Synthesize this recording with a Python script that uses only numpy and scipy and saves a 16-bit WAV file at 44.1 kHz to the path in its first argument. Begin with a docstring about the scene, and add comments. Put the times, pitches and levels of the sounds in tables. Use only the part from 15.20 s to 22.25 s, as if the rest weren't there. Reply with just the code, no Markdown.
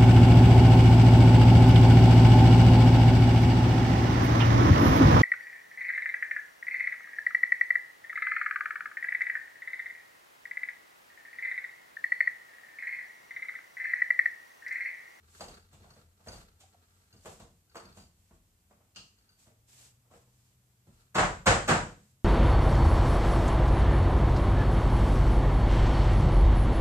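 """Light wooden taps, rubs and a small metal rattle: a framed canvas is being settled on a studio easel.
Wood drags and squeaks on wood, a sleeve brushes the weave, and the top clamp snaps loose.
Then three loud blows drive the clamp down the mast: each time it is struck, slips and seats on the
frame, the easel kicks back and the canvas booms like a slack drum. The room answers at two
microphones a hand's length apart, over faint hiss and the low drone of far traffic."""
import sys
import numpy as np
from scipy import signal
from scipy.fft import rfft, irfft, next_fast_len
from scipy.io import wavfile
from scipy.ndimage import map_coordinates

SR = 44100
rng = np.random.default_rng(int(sys.argv[2]) if len(sys.argv) > 2 else 0)


def unload_audio(sound):
    """Save the sound as a 16-bit wav file, at the path given as the first command line argument."""
    columns = np.transpose(np.atleast_2d(sound))
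    # keep every value between -1 and 1, then stretch to whole-number steps
    steps = np.round(np.clip(columns, -1, 1) * 32767)
    wavfile.write(sys.argv[1], SR, steps.astype(np.int16))


N = 310717
TIME = np.arange(N) / SR
AGE = np.arange(int(.6 * SR)) / SR  # seconds into a single hit
HIT_HZ = np.fft.rfftfreq(len(AGE), 1 / SR)

# Blows on the clamp: t/s, level/dB, thud/dB and click/dB re mids, slip/s, seating/dB re strike
CLAMP_BLOWS = [(5.952, 3, -7.5, -11, 0.028, 7.5), (6.265, 11.5, -9, -7, 0.03, -3.5),
               (6.483, 9, -4.5, -12.5, .025, -3)]
# Tone of hard-hit wood: f/Hz, level/dB
BLOW_EQ = [(16, -39), (28, -10), (134, -7.5), (210, -7), (252, -15), (354, -8), (393, -10.5), (472, -5.5),
           (717, -3), (884, -4.5), (1490, -4.5), (3530, -24), (5810, -29.5), (7540, -25), (14500, -66)]
TOUCH_LEAD_S = .008  # the hand lands just ahead of the strike
def clamp_blows(strike_hz=1570, seat_hz=764, kick_s=.044, kick_db=-8.5):
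    """The hand lands and strikes; the clamp slips down and seats on the frame; the easel kicks back."""
    out = np.zeros((2, N))
    hand_rise_s, wood_rise_s = .062, .012  # a soft hand builds slowly, wood on wood fast
    for s, db, thud_db, click_db, slip_s, seat_db in CLAMP_BLOWS:
        # t/s, level/dB, thud/dB, click/dB, focus/Hz, rise/s
        touch = (s - TOUCH_LEAD_S, db - 6, thud_db, -3, seat_hz, hand_rise_s)
        strike = (s, db, thud_db, click_db, strike_hz, wood_rise_s)
        seat = (s + slip_s, db + seat_db, -9.5, -12, seat_hz, wood_rise_s)
        kick = (s + slip_s + kick_s, db + seat_db + kick_db, -9.5, -12, seat_hz, wood_rise_s)
        for at, level_db, low_db, high_db, hz, rise_s in [touch, strike, seat, kick]:
            wood = knock(BLOW_EQ, low_db, high_db, hz, rise_s,
                         focus_db=.5, chatter_s=.079, ring_db=-12.5, crack_db=-38.5)
            add(out, at, amp(level_db) * in_room(wood, direct_db=-7.5))
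    return out

def clamp_cracks(crack_db=-29):
    """The clamp breaks free of the mast with a short, dry crack as the hand lands."""
    out = np.zeros((2, N))
    for s, db, *_ in CLAMP_BLOWS:
        crack = burst(chatter_s=.05, rise_s=.03)
        add(out, s - TOUCH_LEAD_S, amp(db + crack_db) * in_room(crack, direct_db=2))
    return out

# Modes of the stretched cloth: f/Hz, level/dB, t60/s
CANVAS_MODES = [(64, -3, .36), (140, 0, .32), (172, -1, .26), (205, 3, .34)]
def canvas_boom(rise_s=.048, boom_db=-2.5):
    """Each blow sets the stretched cloth booming like a slack drum, just under the thud."""
    out = np.zeros((2, N))
    for s, db, thud_db, *_ in CLAMP_BLOWS:
        boom = ring(CANVAS_MODES, scatter_db=3) * (1 - fade(rise_s))
        add(out, s, amp(db + thud_db + boom_db) * boom[None])
    return out

# Frame meeting easel: t/s, level/dB, thud/dB and click/dB re mids, focus/Hz
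FRAME_TAPS = [(0.206, -14.5, -4.5, -7.5, 705), (0.282, -26.5, 1.5, -2.5, 480), (0.529, -33.5, 3, -0.5, 830),
              (0.6, -38.5, 8.5, -14, 430), (0.64, -31.5, -6, -15, 680), (0.702, -35.5, 2.5, -19, 1520),
              (0.762, -32.5, 1.5, -23, 480), (0.995, -39.5, 0, -23, 800), (1.07, -17.5, -2.5, -11.5, 680),
              (1.129, -23.5, 1.5, -9, 680), (1.402, -39.5, -9, 8.5, 780), (1.934, -37.5, 10.5, -2.5, 500),
              (2.056, -15.5, -9.5, -9.5, 630), (2.198, -25.5, 1.5, -4, 606),
              (2.554, -14.5, -21, -11.5, 1170), (2.659, -32.5, 3, -20, 1500), (2.769, -28, 4.5, -2, 706),
              (3.106, -35, 5, -24, 790), (3.506, -34, -3.5, -14, 620), (3.602, -41, -14, -26, 750),
              (3.762, -29, -2, -4.5, 1510), (4.267, -35.5, 1, -6.5, 586), (4.85, -45.5, -10, -20, 750),
              (4.91, -31, -5, -15, 630), (4.935, -28, -6.5, -14, 560), (5.07, -47, -9, -20, 750),
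              (5.668, -38.5, 9.5, -11, 557)]
# Tone of lightly tapped wood: f/Hz, level/dB
TAP_EQ = [(16, -50), (28, 1.5), (140, -1), (205, 1.5), (290, -11.5), (345, -3), (414, -9), (472, -1),
          (510, -6.5), (680, -4), (884, -7.5), (1180, -7), (1890, -15.5), (5660, -30), (7540, -23),
          (14500, -59)]
def frame_taps(firm_db=-14.5, firm_rise_s=.0097, db_per_doubling=12.5):
    """The frame grazes the easel, lands and rocks back; the gentler the tap, the slower its attack."""
    out = np.zeros((2, N))
    for s, db, thud_db, click_db, hz in FRAME_TAPS:
        rise_s = firm_rise_s * 2 ** ((firm_db - db) / db_per_doubling)
        graze, land, rock = (-.009, -11, thud_db), (0, 0, thud_db), (.07, -20.5, 5)
        for delay_s, trim_db, low_db in [graze, land, rock]:
            wood = knock(TAP_EQ, low_db, click_db, hz, rise_s,
                         focus_db=4, chatter_s=.044, ring_db=-20, crack_db=-4.5)
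            add(out, s + delay_s, amp(db + trim_db) * in_room(wood, direct_db=-4.5))
    return out

# Modes of the easel's wood: f/Hz, level/dB, t60/s
EASEL_MODES = [(133, -2, .11), (202, -4, .28), (350, -1, .2), (485, 5, .27), (607, 5, .27), (732, 5, .24),
               (825, 6, .18), (991, 2, .22), (1093, 1, .18), (1269, -3, .14), (1510, 3, .18),
               (1700, -4, .13), (3070, 4, .06)]
def knock(eq, thud_db, click_db, focus_hz, rise_s, focus_db, chatter_s, ring_db, crack_db):
    """One wood contact: a crack, chatter coloured by the frame, a low thud and ringing modes."""
    # the point of contact favours one region of the frame's resonances
    focus = np.exp(-(np.log2((HIT_HZ + 1) / focus_hz) / .58) ** 2)
    colour_db = along(eq, HIT_HZ) + focus_db * focus
    low = 1 / (1 + (HIT_HZ / 270) ** 6)
    high = 1 - 1 / (1 + (HIT_HZ / 3300) ** 6)
    # thud, mids and click start at equal power, then each gets its own fader
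    bands = np.array([low, np.abs(1 - low - high), high]) * amp(colour_db) ** 2
    bands /= np.mean(bands, axis=1, keepdims=True)
    gain = np.sqrt(amp([thud_db, 0, click_db]) ** 2 @ bands)
    body = irfft(rfft(burst(chatter_s, rise_s)) * causal(gain))
    modes = ring(EASEL_MODES, scatter_db=11.5) * (1 - fade(rise_s))
    crack = burst(chatter_s=.011, rise_s=.005)
    return body + amp(ring_db) * modes + amp(click_db + crack_db) * crack

# The clamp letting go: t/s, level/dB
CLAMP_SNAPS = [(3.7602, -19)]
# Resonances of its catch: f/Hz, level/dB
CATCH_EQ = [(900, -37), (1250, -7), (2000, -24), (2550, -10.5), (2760, 0), (3150, -6), (3600, -17),
            (4300, -3), (5000, -5.5), (5500, -11), (6400, -10.5), (7800, -17), (10000, -30), (14500, -49.5)]
def clamp_snap():
    """The clamp creeps for a moment, then gives with a short, rough metallic snap."""
    out = np.zeros((2, N))
    catch = causal(amp(along(CATCH_EQ, HIT_HZ)))
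    for s, db in CLAMP_SNAPS:
        for lead_s, trim_db in [(.012, -16), (.00095, 2.5)]:
            chatter = burst(chatter_s=.016, rise_s=.004)
            snap = packet(irfft(rfft(chatter) * catch))
            add(out, s - lead_s, amp(db + trim_db) * in_room(snap, direct_db=-8))
    return out

# Rattles of the clamp's hardware: t/s, level/dB, first flight/s
METAL_RATTLES = [(0.207, -28.5, .076), (0.704, -43, 0.041), (1.084, -28.5, .048), (1.927, -43, 0.046),
                 (2.497, -49.5, 0.064), (2.568, -33.5, 0.086), (2.799, -42, 0.038), (3.986, -52, .04),
                 (4.091, -47, 0.027)]
# Modes of that metal: f/Hz, level/dB, t60/s
METAL_MODES = [(1505, -7, 0.069), (2820, -7, 0.07), (4300, -24, 0.063), (4370, -1.5, 0.061),
               (4640, 3.5, 0.054), (5300, -10, 0.071), (6060, -13, 0.07), (6300, -16, 0.038),
               (6500, -6, 0.055), (7700, -25, 0.07), (7700, -19.5, 0.1), (8780, -13, 0.099)]
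def metal_rattle(landings=4, flight_shrink=.82, loss_db=7.5, bounce_s=.024, bounce_db=-6):
    """The loose metal hops in ever shorter, weaker flights and clinks twice at each landing."""
    out = np.zeros((2, N))
    for s, db, flight_s in METAL_RATTLES:
        for k in range(landings):
            for delay_s, trim_db in [(0, 0), (bounce_s * rng.uniform(.84, 1.6), bounce_db)]:
                clink = ring(METAL_MODES, scatter_db=2.5) * (1 - fade(.003))
                add(out, s + delay_s, amp(db - k * loss_db + trim_db) * in_room(clink, direct_db=9.5))
            s += flight_s * flight_shrink ** k
    return out

# Wood squeaking on wood: t/s, level/dB, f/Hz
JOINT_SQUEAKS = [(1.433, -40.5, 754), (1.542, -40, 720)]
def joint_squeaks(length_s=.015, sag=.08, rough=.14):
    """A dry joint slips: a short, uneven tone that sags in pitch."""
    out = np.zeros((2, N))
    slip = np.minimum(AGE / length_s, 1)
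    for s, db, hz in JOINT_SQUEAKS:
        pitch = hz * (1 + sag * (.5 - slip) + rough * wobble(940)[:len(AGE)])
        tone = np.sin(np.pi * slip) * np.sin(2 * np.pi * np.cumsum(pitch) / SR)
        add(out, s, amp(db) * in_room(packet(tone), direct_db=4))
    return out

# Pushes of the frame along the ledge: peak t/s, run-up/s, level/dB
FRAME_DRAGS = [(.35, 0.32, -61), (.76, 0.26, -66.5), (1.21, 0.17, -63), (1.95, 1, -73.5),
               (2.68, 0.13, -64.5), (4.1, .2, -76), (5.8, 0.12, -72)]
# Tone of the scraped ledge: f/Hz, level/dB
LEDGE_EQ = [(250, -11.5), (500, -9), (800, -10.5), (1000, -9.5), (1250, -3), (1520, -2.5), (1900, -13.5),
            (3000, -15), (4100, -10), (6000, -19), (12000, -25)]
def frame_drags(slips_per_s=260):
    """Wood drags on wood in tiny slips of uneven size and timing."""
    slips = (rng.random(N) < slips_per_s / SR) * rng.standard_normal(N)
    grain = diffuse(len(AGE)) * fade(.069)
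    scrape = signal.fftconvolve(slips[None], grain, axes=1)[:, :N]
    return strokes(FRAME_DRAGS, release_s=.1) * coloured(scrape, LEDGE_EQ)

# Strokes of hand and sleeve over the canvas: peak t/s, run-up/s, level/dB
CANVAS_RUBS = [(.2, 0.089, -58.5), (.78, .25, -72), (1.15, .09, -59.5), (1.85, .3, -75.5),
               (2.11, 0.088, -58.5), (2.79, 0.05, -64.5), (3.12, 0.15, -74.5), (4.205, 0.024, -64.5),
               (4.5, 0.022, -61.5), (4.63, 0.091, -57), (4.96, 0.048, -68.5), (5.29, 0.35, -74),
               (5.8, 0.13, -73), (6.88, 0.3, -72)]
# Tone of the brushed weave: f/Hz, level/dB
WEAVE_EQ = [(300, -14), (600, -12.5), (1200, -13), (2500, -11), (5800, -8), (7000, -5), (7800, -3),
            (9000, -11), (14500, -19)]
def canvas_rubs(sleeve_db=-78.5):
    """Skin and cloth hiss over the weave, catching unevenly; the sleeve never keeps quite still."""
    hiss = coloured(diffuse(N), WEAVE_EQ)
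    catching = amp(.8 * wobble(60))
    return hiss * catching * np.hypot(strokes(CANVAS_RUBS, release_s=.082), amp(sleeve_db))

# Tone of the quiet room: f/Hz, level/dB
ROOM_TONE_EQ = [(25, -10.5), (50, -2), (90, 3), (150, -9), (200, -6), (300, -15.5), (600, -20.5),
                (1500, -22.5), (5800, -28), (7500, -25), (9500, -25.5), (14500, -23.5)]
# Drone of far traffic: t/s, f/Hz, level/dB
TRAFFIC_DRONE = [(0, 82, -65.5), (.9, 85, -68.5), (1.8, 87, -72.5), (3.2, 90, -78), (4.1, 106, -79.5),
                 (4.6, 126, -69.5), (5.3, 122, -72.5), (5.8, 120, -71.5), (7.05, 121, -72)]
def room_tone_and_traffic(room_db=-69.5):
    """The bed: steady room rumble and hiss, and the wavering drone of far traffic."""
    room_tone = coloured(diffuse(N), ROOM_TONE_EQ)
    s, hz, db = np.transpose(TRAFFIC_DRONE)
    pitch_hz = np.interp(TIME, s, hz) * (1 + .04 * wobble(25))
    level_db = np.interp(TIME, s, db) + 1.5 * wobble(28)
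    drone = np.sqrt(2) * np.sin(2 * np.pi * np.cumsum(pitch_hz) / SR)
    return amp(room_db) * room_tone + amp(level_db) * drone

# Reverb of the studio: f/Hz, t60/s
STUDIO_DECAY = [(60, 0.49), (200, 0.47), (450, 0.36), (700, 0.33), (2000, 0.36), (5000, 0.39), (8000, 0.44),
                (14000, 0.21)]
def in_room(x, direct_db, lag_s=.00013, build_s=.0017):
    """The direct sound reaches the right microphone first; the room's tail builds up and dies away."""
    hz, t, noise = signal.stft(diffuse(len(AGE)), SR, nperseg=256)
    decay = fade(along(STUDIO_DECAY, hz)[:, None], t)
    tail = signal.istft(noise * decay, SR, nperseg=256)[1][:, :len(AGE)]
    tail = packet(tail * (1 - np.exp(-AGE / build_s)))
    direct = filtered(x, lambda hz: np.exp(1j * np.pi * hz * lag_s * np.array([[-1], [1]])))
    return amp(direct_db) * direct + signal.fftconvolve(x[None], tail, axes=1)[:, :len(AGE)]

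def diffuse(n, spacing_m=.15):
    """Noise from all directions: alike at both microphones only for long waves."""
    alike = lambda hz: np.sinc(2 * hz * spacing_m / 343)
    noise = rng.standard_normal((2, n))
    mid, side = filtered(noise, lambda hz: np.sqrt([1 + alike(hz), 1 - alike(hz)]))
    return unit(np.array([mid + side, mid - side]))

def burst(chatter_s, rise_s):
    """Surfaces meet in a dense run of tiny impacts that swells and dies, with a flat spectrum."""
    swell = 1 - fade(rise_s)
    run = rfft(rng.standard_normal(len(AGE)) * fade(chatter_s) * swell)
    whitened = irfft(run / np.abs(run))
    return packet(whitened * fade(chatter_s * 4) * swell)

def ring(modes, scatter_db):
    """Modes ring with new strengths at every contact."""
    hz, db, t60 = np.transpose(modes)[:, :, None]
    strength = amp(db + scatter_db * rng.standard_normal(hz.shape)) * rng.choice([-1, 1], hz.shape)
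    return packet(np.sum(strength * np.sin(2 * np.pi * hz * AGE) * fade(t60), axis=0))

def strokes(rows, release_s):
    """Envelope of sliding moves: each gathers speed over its run-up and slows to rest."""
    power = np.zeros(N)
    for s, run_up_s, db in rows:
        width_s = np.where(TIME < s, run_up_s, release_s)
        power += (amp(db) * np.exp(-((TIME - s) / width_s) ** 2)) ** 2
    return np.sqrt(power)

def amp(db):
    """Decibels to gain."""
    return 10 ** (np.asarray(db) / 20)

def unit(x):
    """Scale to rms 1."""
    return x / np.sqrt(np.mean(x ** 2) + 1e-20)

def packet(x):
    """Scale to energy 1 per channel, so a hit's level sets its energy."""
    return unit(x) / np.sqrt(x.shape[-1])

def along(points, hz):
    """Read a curve of (f/Hz, value) points on a log axis."""
    f, value = np.transpose(points)
    return np.interp(np.log(hz + 1), np.log(f + 1), value)

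def wobble(rate):
    """A smooth random curve, rate knots a second."""
    return map_coordinates(rng.standard_normal(int(N * rate / SR) + 4), [TIME * rate])

def fade(t60, t=AGE):
    """Exponential decay by 60 dB in t60 seconds."""
    return np.exp(-np.log(1000) * t / np.maximum(t60, 1e-4))

def filtered(x, response):
    """Pass x through a frequency response."""
    n = x.shape[-1]
    padded = next_fast_len(n + 8192)
    return irfft(rfft(x, padded) * response(np.fft.rfftfreq(padded, 1 / SR)), padded)[..., :n]

def coloured(x, eq):
    """Shape x with an EQ curve and bring it to rms 1."""
    return unit(filtered(x, lambda hz: amp(along(eq, hz))))

def causal(gain):
    """The minimum-phase response with this gain: nothing sounds before the contact."""
    cepstrum = irfft(np.log(np.maximum(gain, 1e-6)))
    half = len(cepstrum) // 2
    cepstrum[1:half] *= 2
    cepstrum[half + 1:] = 0
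    return np.exp(rfft(cepstrum))

def add(track, s, sound):
    """Mix a sound into the track at s seconds."""
    part = track[:, round(s * SR):][:, :sound.shape[-1]]
    part += sound[:, :part.shape[-1]]

def scene():
    """The mix: blows up front, small contacts and friction beneath, the bed at the back."""
    blows = clamp_blows() + clamp_cracks() + canvas_boom()
    contacts = frame_taps() + metal_rattle() + clamp_snap()
    friction = joint_squeaks() + frame_drags() + canvas_rubs()
    return blows + contacts + friction + room_tone_and_traffic()

# Balance of the microphones: f/Hz, left minus right/dB
MIC_BALANCE = [(100, 2), (350, -2.5), (1200, 0.4), (3500, 0), (6500, 1.5), (9000, -4), (14000, 0.5)]
LOW_CUT_HZ, HIGH_CUT_HZ = 33, 14600
def record(dry):
    """Each microphone has a slightly different tone; the deepest bass and the top air are cut."""
    pair = filtered(dry, lambda hz: amp(along(MIC_BALANCE, hz) * np.array([[.5], [-.5]])))
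    pair = signal.sosfilt(signal.butter(10, LOW_CUT_HZ, "highpass", fs=SR, output="sos"), pair)
    return filtered(pair, lambda hz: hz < HIGH_CUT_HZ)

dry = scene()
out = record(dry)
unload_audio(out)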